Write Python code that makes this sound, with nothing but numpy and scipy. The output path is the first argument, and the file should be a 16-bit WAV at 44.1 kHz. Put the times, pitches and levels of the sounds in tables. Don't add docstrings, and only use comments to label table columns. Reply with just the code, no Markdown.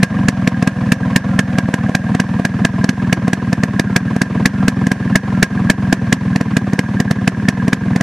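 import sys
import numpy as np
from scipy import signal
from scipy.fft import rfft, irfft, next_fast_len
from scipy.io import wavfile

SR = 44100
rng = np.random.default_rng(int(sys.argv[2]) if len(sys.argv) > 2 else 0)


def bounce(signal):
    frames = np.transpose(np.atleast_2d(signal))
    limited = np.clip(frames, -1, 1)
    pcm = np.round(limited * 32767).astype(np.int16)
    wavfile.write(sys.argv[1], SR, pcm)


N = 353682
TIME = np.arange(N) / SR

# t/s, crack level/dB
FIRINGS = [(0.0328, -8.5), (0.2869, -10.5), (0.477, -13.5), (0.6275, -22), (0.6764, -16.5), (0.9225, -8.5),
           (1.1634, -6.5), (1.3933, -10), (1.5864, -16.5), (1.6888, -40), (1.7419, -17.5), (1.895, -36),
           (1.9523, -13), (2.151, -24), (2.2019, -14.5), (2.3978, -35), (2.453, -15), (2.6517, -10.5),
           (2.8442, -19), (2.8936, -15), (3.1294, -11), (3.2814, -24.5), (3.3342, -15.5), (3.5312, -19.5),
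           (3.637, -16.5), (3.798, -13), (3.9644, -8), (4.1651, -28), (4.219, -12.5), (4.4593, -6),
           (4.6836, -9.5), (4.8703, -20.5), (4.9187, -16.5), (5.1586, -6), (5.43, -4.5), (5.7019, -4.5),
           (5.929, -10), (6.1287, -7.5), (6.3614, -20), (6.412, -24), (6.57, -12.5), (6.7347, -24),
           (6.7929, -15.5), (7.0035, -14.5), (7.1125, -16), (7.2786, -12.5), (7.4879, -10.5), (7.682, -21),
           (7.7325, -13.5), (7.9627, -20.5), (8.0113, -18)]


def firings(wave_follow=0.2, refire_loss_db=2.5, refire_shriek_db=2, refire_hz=1640):
    # t/s, level/dB
    wave_at_mic = [(0, -1.3), (0.9, -1.1), (1.7, -4), (3.2, -4), (5.5, -4), (7.2, -1.5), (8, -4)]
    times, crack_db = np.transpose(FIRINGS)
    _, turn_counts = coasting_turns()
    refire = np.append(False, turn_counts[:-1] == 1)
    wave_db = np.interp(times, *np.transpose(wave_at_mic)) + wave_follow * crack_db
    wave_db -= refire_loss_db * refire
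    shriek_db = crack_db + refire_shriek_db * refire
    shriek_hz = np.where(refire, refire_hz, rng.normal(1703, 70, len(times)))
    return times, crack_db, wave_db, shriek_db, shriek_hz


def coasting_turns(turn_s=0.0422, kick_s_per_db=0.00044):
    times, crack_db = np.transpose(FIRINGS)
    gaps = np.diff(times, append=times[-1] + 1 / 20)
    return gaps, np.maximum(np.round(gaps / (turn_s - kick_s_per_db * crack_db)), 1)


def crank(slowing=0.043, starve_db=1.5, refill_turns=0.97):
    turns = [(FIRINGS[0][0] - 1 / 20, 1 / 20, 0, False)]
    for (s, _), gap, count in zip(FIRINGS, *coasting_turns()):
        turn = np.arange(count)
        length = (1 + slowing) ** turn
        length = length * gap / length.sum()
        flow_db = -starve_db * count ** 2 / 4 * np.exp(-abs(turn - 1) / refill_turns)
        turns += zip(s + np.cumsum(length) - length, length, flow_db, turn == 0)
    return [np.array(column) for column in zip(*turns)]


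def cracks(times, crack_db):
    # f/Hz, level/dB
    jet = [(250, 9.5), (480, -5.5), (680, 4), (830, -14.5), (1020, -6), (1400, -36), (1800, 1.5),
           (2150, -1), (2550, -2.5), (3200, -10), (5000, -10), (6500, -11.5), (9000, -16.5), (13000, -27.5)]
    burst = place(times, crack_db + 6.5, lambda t: swell(t, rise=0.002, decay=0.0019))
    scatter = place(times, crack_db - 8, lambda t: swell(t, rise=0.0016, decay=0.008))
    mic_thump = place(times, crack_db - 9.5, lambda t: surge(t, hz=45, width=0.0065))
    return burst * noise(jet, side_db=-11) + scatter * noise(jet, side_db=-7.5) + mic_thump


def pressure_waves(times, wave_db):
    # f/Hz, level/dB, t60/s
    chambers = [(252.6, -19, 0.068), (465, -9.5, 0.015), (684, -9, 0.017), (1047, -21.5, 0.029)]

    def blast(t):
        hollow = sum(from_db(db) * np.cos(2 * np.pi * hz * t) * swell(t, 0.00098, t60 / np.log(1000))
                     for hz, db, t60 in chambers)
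        push_pull = -surge(t - 0.0012, hz=185, width=0.0033)
        outflow = from_db(-23) * swell(t, rise=0.00085, decay=0.00085)
        return hollow + push_pull + outflow
    return place(times, wave_db + 7.5, blast)


def shrieks(times, shriek_db, pitch_hz, beside_db, upper_ratio=1.57):
    out = np.zeros(N)
    for s, db, hz, side_db in zip(times, shriek_db, pitch_hz, np.interp(times, TIME, beside_db)):
        def shriek(t):
            phase = 2 * np.pi * (hz * t + rng.random()) + waver(t, step_rad=0.033)
            lower = np.sin(phase) * swell(t, rise=0.003, decay=0.0027)
            upper = np.sin(upper_ratio * phase) * swell(t, rise=0.0015, decay=0.0015)
            return lower + from_db(side_db - 8.5) * upper
        out += place([s - 0.001], [db + 5], shriek)
    return out


def exhaust_puffs(times, flow_db, return_s=0.00885):
    def puff(t):
        returning = from_db(-1.5) * surge(t - return_s, hz=130, width=0.0048)
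        return surge(t, hz=190, width=0.004) + returning
    return place(times, flow_db - 7 + rng.normal(0, 1, len(times)), puff)


def intake(times, flow_db, box_hz=189, neck_hz=250):
    def gulp(t):
        box = np.cos(2 * np.pi * box_hz * t) * swell(t, rise=0.0058, decay=0.015)
        neck = np.cos(2 * np.pi * neck_hz * t) * swell(t, rise=0.0058, decay=0.016)
        return -box - from_db(-11) * neck
    return place(times, flow_db - 7.5 + rng.normal(0, 1.2, len(times)), gulp)


def port_hiss(times, flow_db, lead_s=0.0044):
    # f/Hz, level/dB
    rush = [(250, 8.5), (480, 2.5), (620, -4), (740, 0), (850, -8.5), (1000, 2), (1300, -8), (2200, -15),
            (3500, -24.5), (7000, -36.5), (13000, -57)]
    hiss_db = flow_db + 16 + rng.normal(0, 1.5, len(times))
    opening = place(times - lead_s, hiss_db, lambda t: swell(t, rise=0.0062, decay=0.015))
    return opening * noise(rush, side_db=-33)


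def metal_rattle(slap_s, flow_db, fired_s, crack_db, shake_db=-61.5):
    # f/Hz, level/dB, t60/s
    modes = [(982, -17, 0.05), (1064, -12, 0.075), (1632, 0.5, 0.073), (1735, 0, 0.039), (1770, -33, 0.13),
             (1970, -31, .04)]
    slaps = place(slap_s, flow_db - 47, lambda t: swell(t, rise=0.003, decay=0.0011))
    blasts = place(fired_s, crack_db - 30, lambda t: swell(t, rise=0.0014, decay=0.003))
    mid, side = (slaps + blasts + from_db(shake_db)) * rng.standard_normal((2, N))
    grit = stereo(mid, from_db(-13.5) * side)
    return sum(from_db(db) * ring(grit, hz, t60) for hz, db, t60 in modes)


def whirr(crankcase_db):
    # f/Hz, level/dB
    gears = [(40, -5), (120, 10), (330, 7.5), (540, 5.5), (760, 4.5), (870, -28), (1050, -3), (1350, -9.5),
             (2500, -4.5), (3400, -13), (6000, -19.5), (10000, -24.5), (13000, -36)]
    # f/Hz, level/dB
    crankcase = [(400, -23), (490, 14.5), (620, 4), (770, 9), (890, -21), (1060, 1), (1400, -29.5),
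                 (3000, -17), (13000, -59)]
    return from_db(1) * noise(gears, side_db=-8) + from_db(crankcase_db) * noise(crankcase, side_db=-23)


def whirr_lull(times, crack_db, depth_db=7.5, delay_s=0.056, width_s=0.028):
    lull = place(times + delay_s, crack_db - crack_db.max(), lambda t: np.exp(-(t / width_s) ** 2))
    return from_db(-depth_db * np.sqrt(lull))


def spokes_and_mudguard(times, crack_db, shake_db=-52):
    # f/Hz, level/dB, t60/s
    modes = [(3550, -31, .04), (4450, -30, .05), (5450, -28, .06), (5740, -33, .08), (6050, -31, .06),
             (6480, -29, .04)]
    hits = np.minimum((times * SR).astype(int), N - 1)
    out = np.zeros((2, N))
    for hz, db, t60 in modes:
        uneven_db = rng.normal(0, 4, (len(times), 1)) + rng.normal(0, 2, (len(times), 2))
        clicks = np.zeros((2, N))
        clicks[:, hits] = from_db(crack_db + db + uneven_db.T)
        shaking = from_db(db + shake_db) * rng.standard_normal((2, N))
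        out += ring(clicks + shaking, hz, t60)
    return out


def whistles(pitch_hz=1365, fall_hz_per_s=900, width_s=0.071):
    # t/s, level/dB
    peaks = [(1.35, -37), (3.92, -37), (4.63, -34), (5.37, -34)]

    def slide(t):
        phase = 2 * np.pi * (pitch_hz - fall_hz_per_s * t / 2) * t + waver(t, step_rad=0.016)
        return np.exp(-(t / width_s) ** 2) * np.sin(phase)
    return place(*np.transpose(peaks), slide)


def low_mid_dip(x, depth, dip_hz=390, width_hz=190):
    b, a = signal.iirnotch(dip_hz, dip_hz / width_hz, fs=SR)
    return x + depth * (signal.lfilter(b, a, x) - x)


def microphone_ports(x):
    # f/Hz, level/dB, phase lead/rad
    balance = [(60.4, -0.23, 0.038), (300, 0.06, 0.037), (900, 0, -0.075), (1500, -1, -0.26),
               (2100, -5, -0.093), (2900, -2, 0.22), (3700, 0, -0.069), (5300, 0, 0.23), (13100, -1, 0.35)]
    size = next_fast_len(N + SR // 10)
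    hz = np.fft.rfftfreq(size, 1 / SR)
    left = np.sqrt(from_db(at_hz(balance, hz))) * np.exp(0.5j * at_hz(balance, hz, column=2))
    return irfft(rfft(x, size) * np.array([left, 1 / left]), size)[:, :N]


def from_db(db):
    return 10 ** (np.asarray(db) / 20)


def at_hz(points, hz, column=1):
    points = np.array(points)
    return np.interp(np.log(hz + 1e-9), np.log(points[:, 0]), points[:, column])


def stereo(mid, side):
    return np.array([mid + side, mid - side])


def noise(spectrum, side_db, apart_hz=2500):
    size = next_fast_len(N)
    hz = np.fft.rfftfreq(size, 1 / SR)
    colour = from_db(at_hz(spectrum, hz)) * np.minimum(hz / spectrum[0][0], 1) ** 2
    mid, side = rfft(rng.standard_normal((2, size))) * colour
    side = side * from_db(side_db) * np.sqrt(hz / apart_hz)
    x = irfft(stereo(mid, side), size)[:, :N]
    return x / np.sqrt(np.mean(x ** 2) + 1e-20)


def place(times, db, shape):
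    out, reach = np.zeros(N), SR // 10
    for s, gain in zip(times, from_db(db)):
        span = slice(max(int(s * SR) - reach, 0), max(int(s * SR) + reach, 0))
        out[span] += gain * shape(TIME[span] - s)
    return out


def swell(t, rise, decay):
    return np.exp(-(np.minimum(t, 0) / rise) ** 2 - np.maximum(t, 0) / decay)


def surge(t, hz, width):
    return np.sin(2 * np.pi * hz * t) * np.exp(-(t / width) ** 2)


def waver(t, step_rad):
    return np.cumsum(rng.normal(0, step_rad, len(t)))


def ring(force, hz, t60):
    r, w = from_db(-60 / (t60 * SR)), 2 * np.pi * hz / SR
    return signal.lfilter([0, np.sin(w)], [1, -2 * r * np.cos(w), r * r], force + 1e-18)


def scene(inlet_share=0.4162, inlet_follow=1.39, fired_inlet_db=-9):
    # t/s, level/dB, relative crankcase level/dB
    walk = [(0, -36, 1), (1.3, -36, 3.5), (2.1, -35.5, -0.5), (2.9, -36.5, -16), (5, -35.5, -15.5),
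            (6.5, -36.5, -19), (8, -37, -26)]
    walk_s, *levels = np.transpose(walk)
    clatter_db, crankcase_db = [np.interp(TIME, walk_s, db) for db in levels]
    fired_s, crack_db, wave_db, shriek_db, shriek_hz = firings()
    turn_s, length, flow_db, fired = crank()
    inlet_s = turn_s + inlet_share * length
    inlet_db = np.where(fired, fired_inlet_db, inlet_follow * flow_db)
    burble = exhaust_puffs(turn_s[~fired], flow_db[~fired]) + intake(inlet_s, inlet_db)
    gearing = whirr(crankcase_db) * whirr_lull(fired_s, crack_db)
    hiss = port_hiss(turn_s, np.where(fired, 0, flow_db))
    dip_depth = np.clip(0.95 * from_db(crankcase_db / 2), 0, 1)
    clatter = low_mid_dip(from_db(clatter_db) * (hiss + gearing), dip_depth)
    pops = pressure_waves(fired_s, wave_db) + cracks(fired_s, crack_db)
    pops += shrieks(fired_s, shriek_db, shriek_hz, beside_db=crankcase_db)
    ringing = metal_rattle(inlet_s, inlet_db, fired_s, crack_db) + spokes_and_mudguard(fired_s, crack_db)
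    return microphone_ports(pops + burble + clatter + ringing + whistles())


def record(dry, hardness=3.7, cutoff_hz=13400):
    clipped = 1.034 * dry / (1 + abs(dry) ** hardness) ** (1 / hardness)
    return signal.sosfilt(signal.ellip(12, 0.1, 80, cutoff_hz, fs=SR, output="sos"), clipped)


dry = scene()
out = record(dry)
bounce(out)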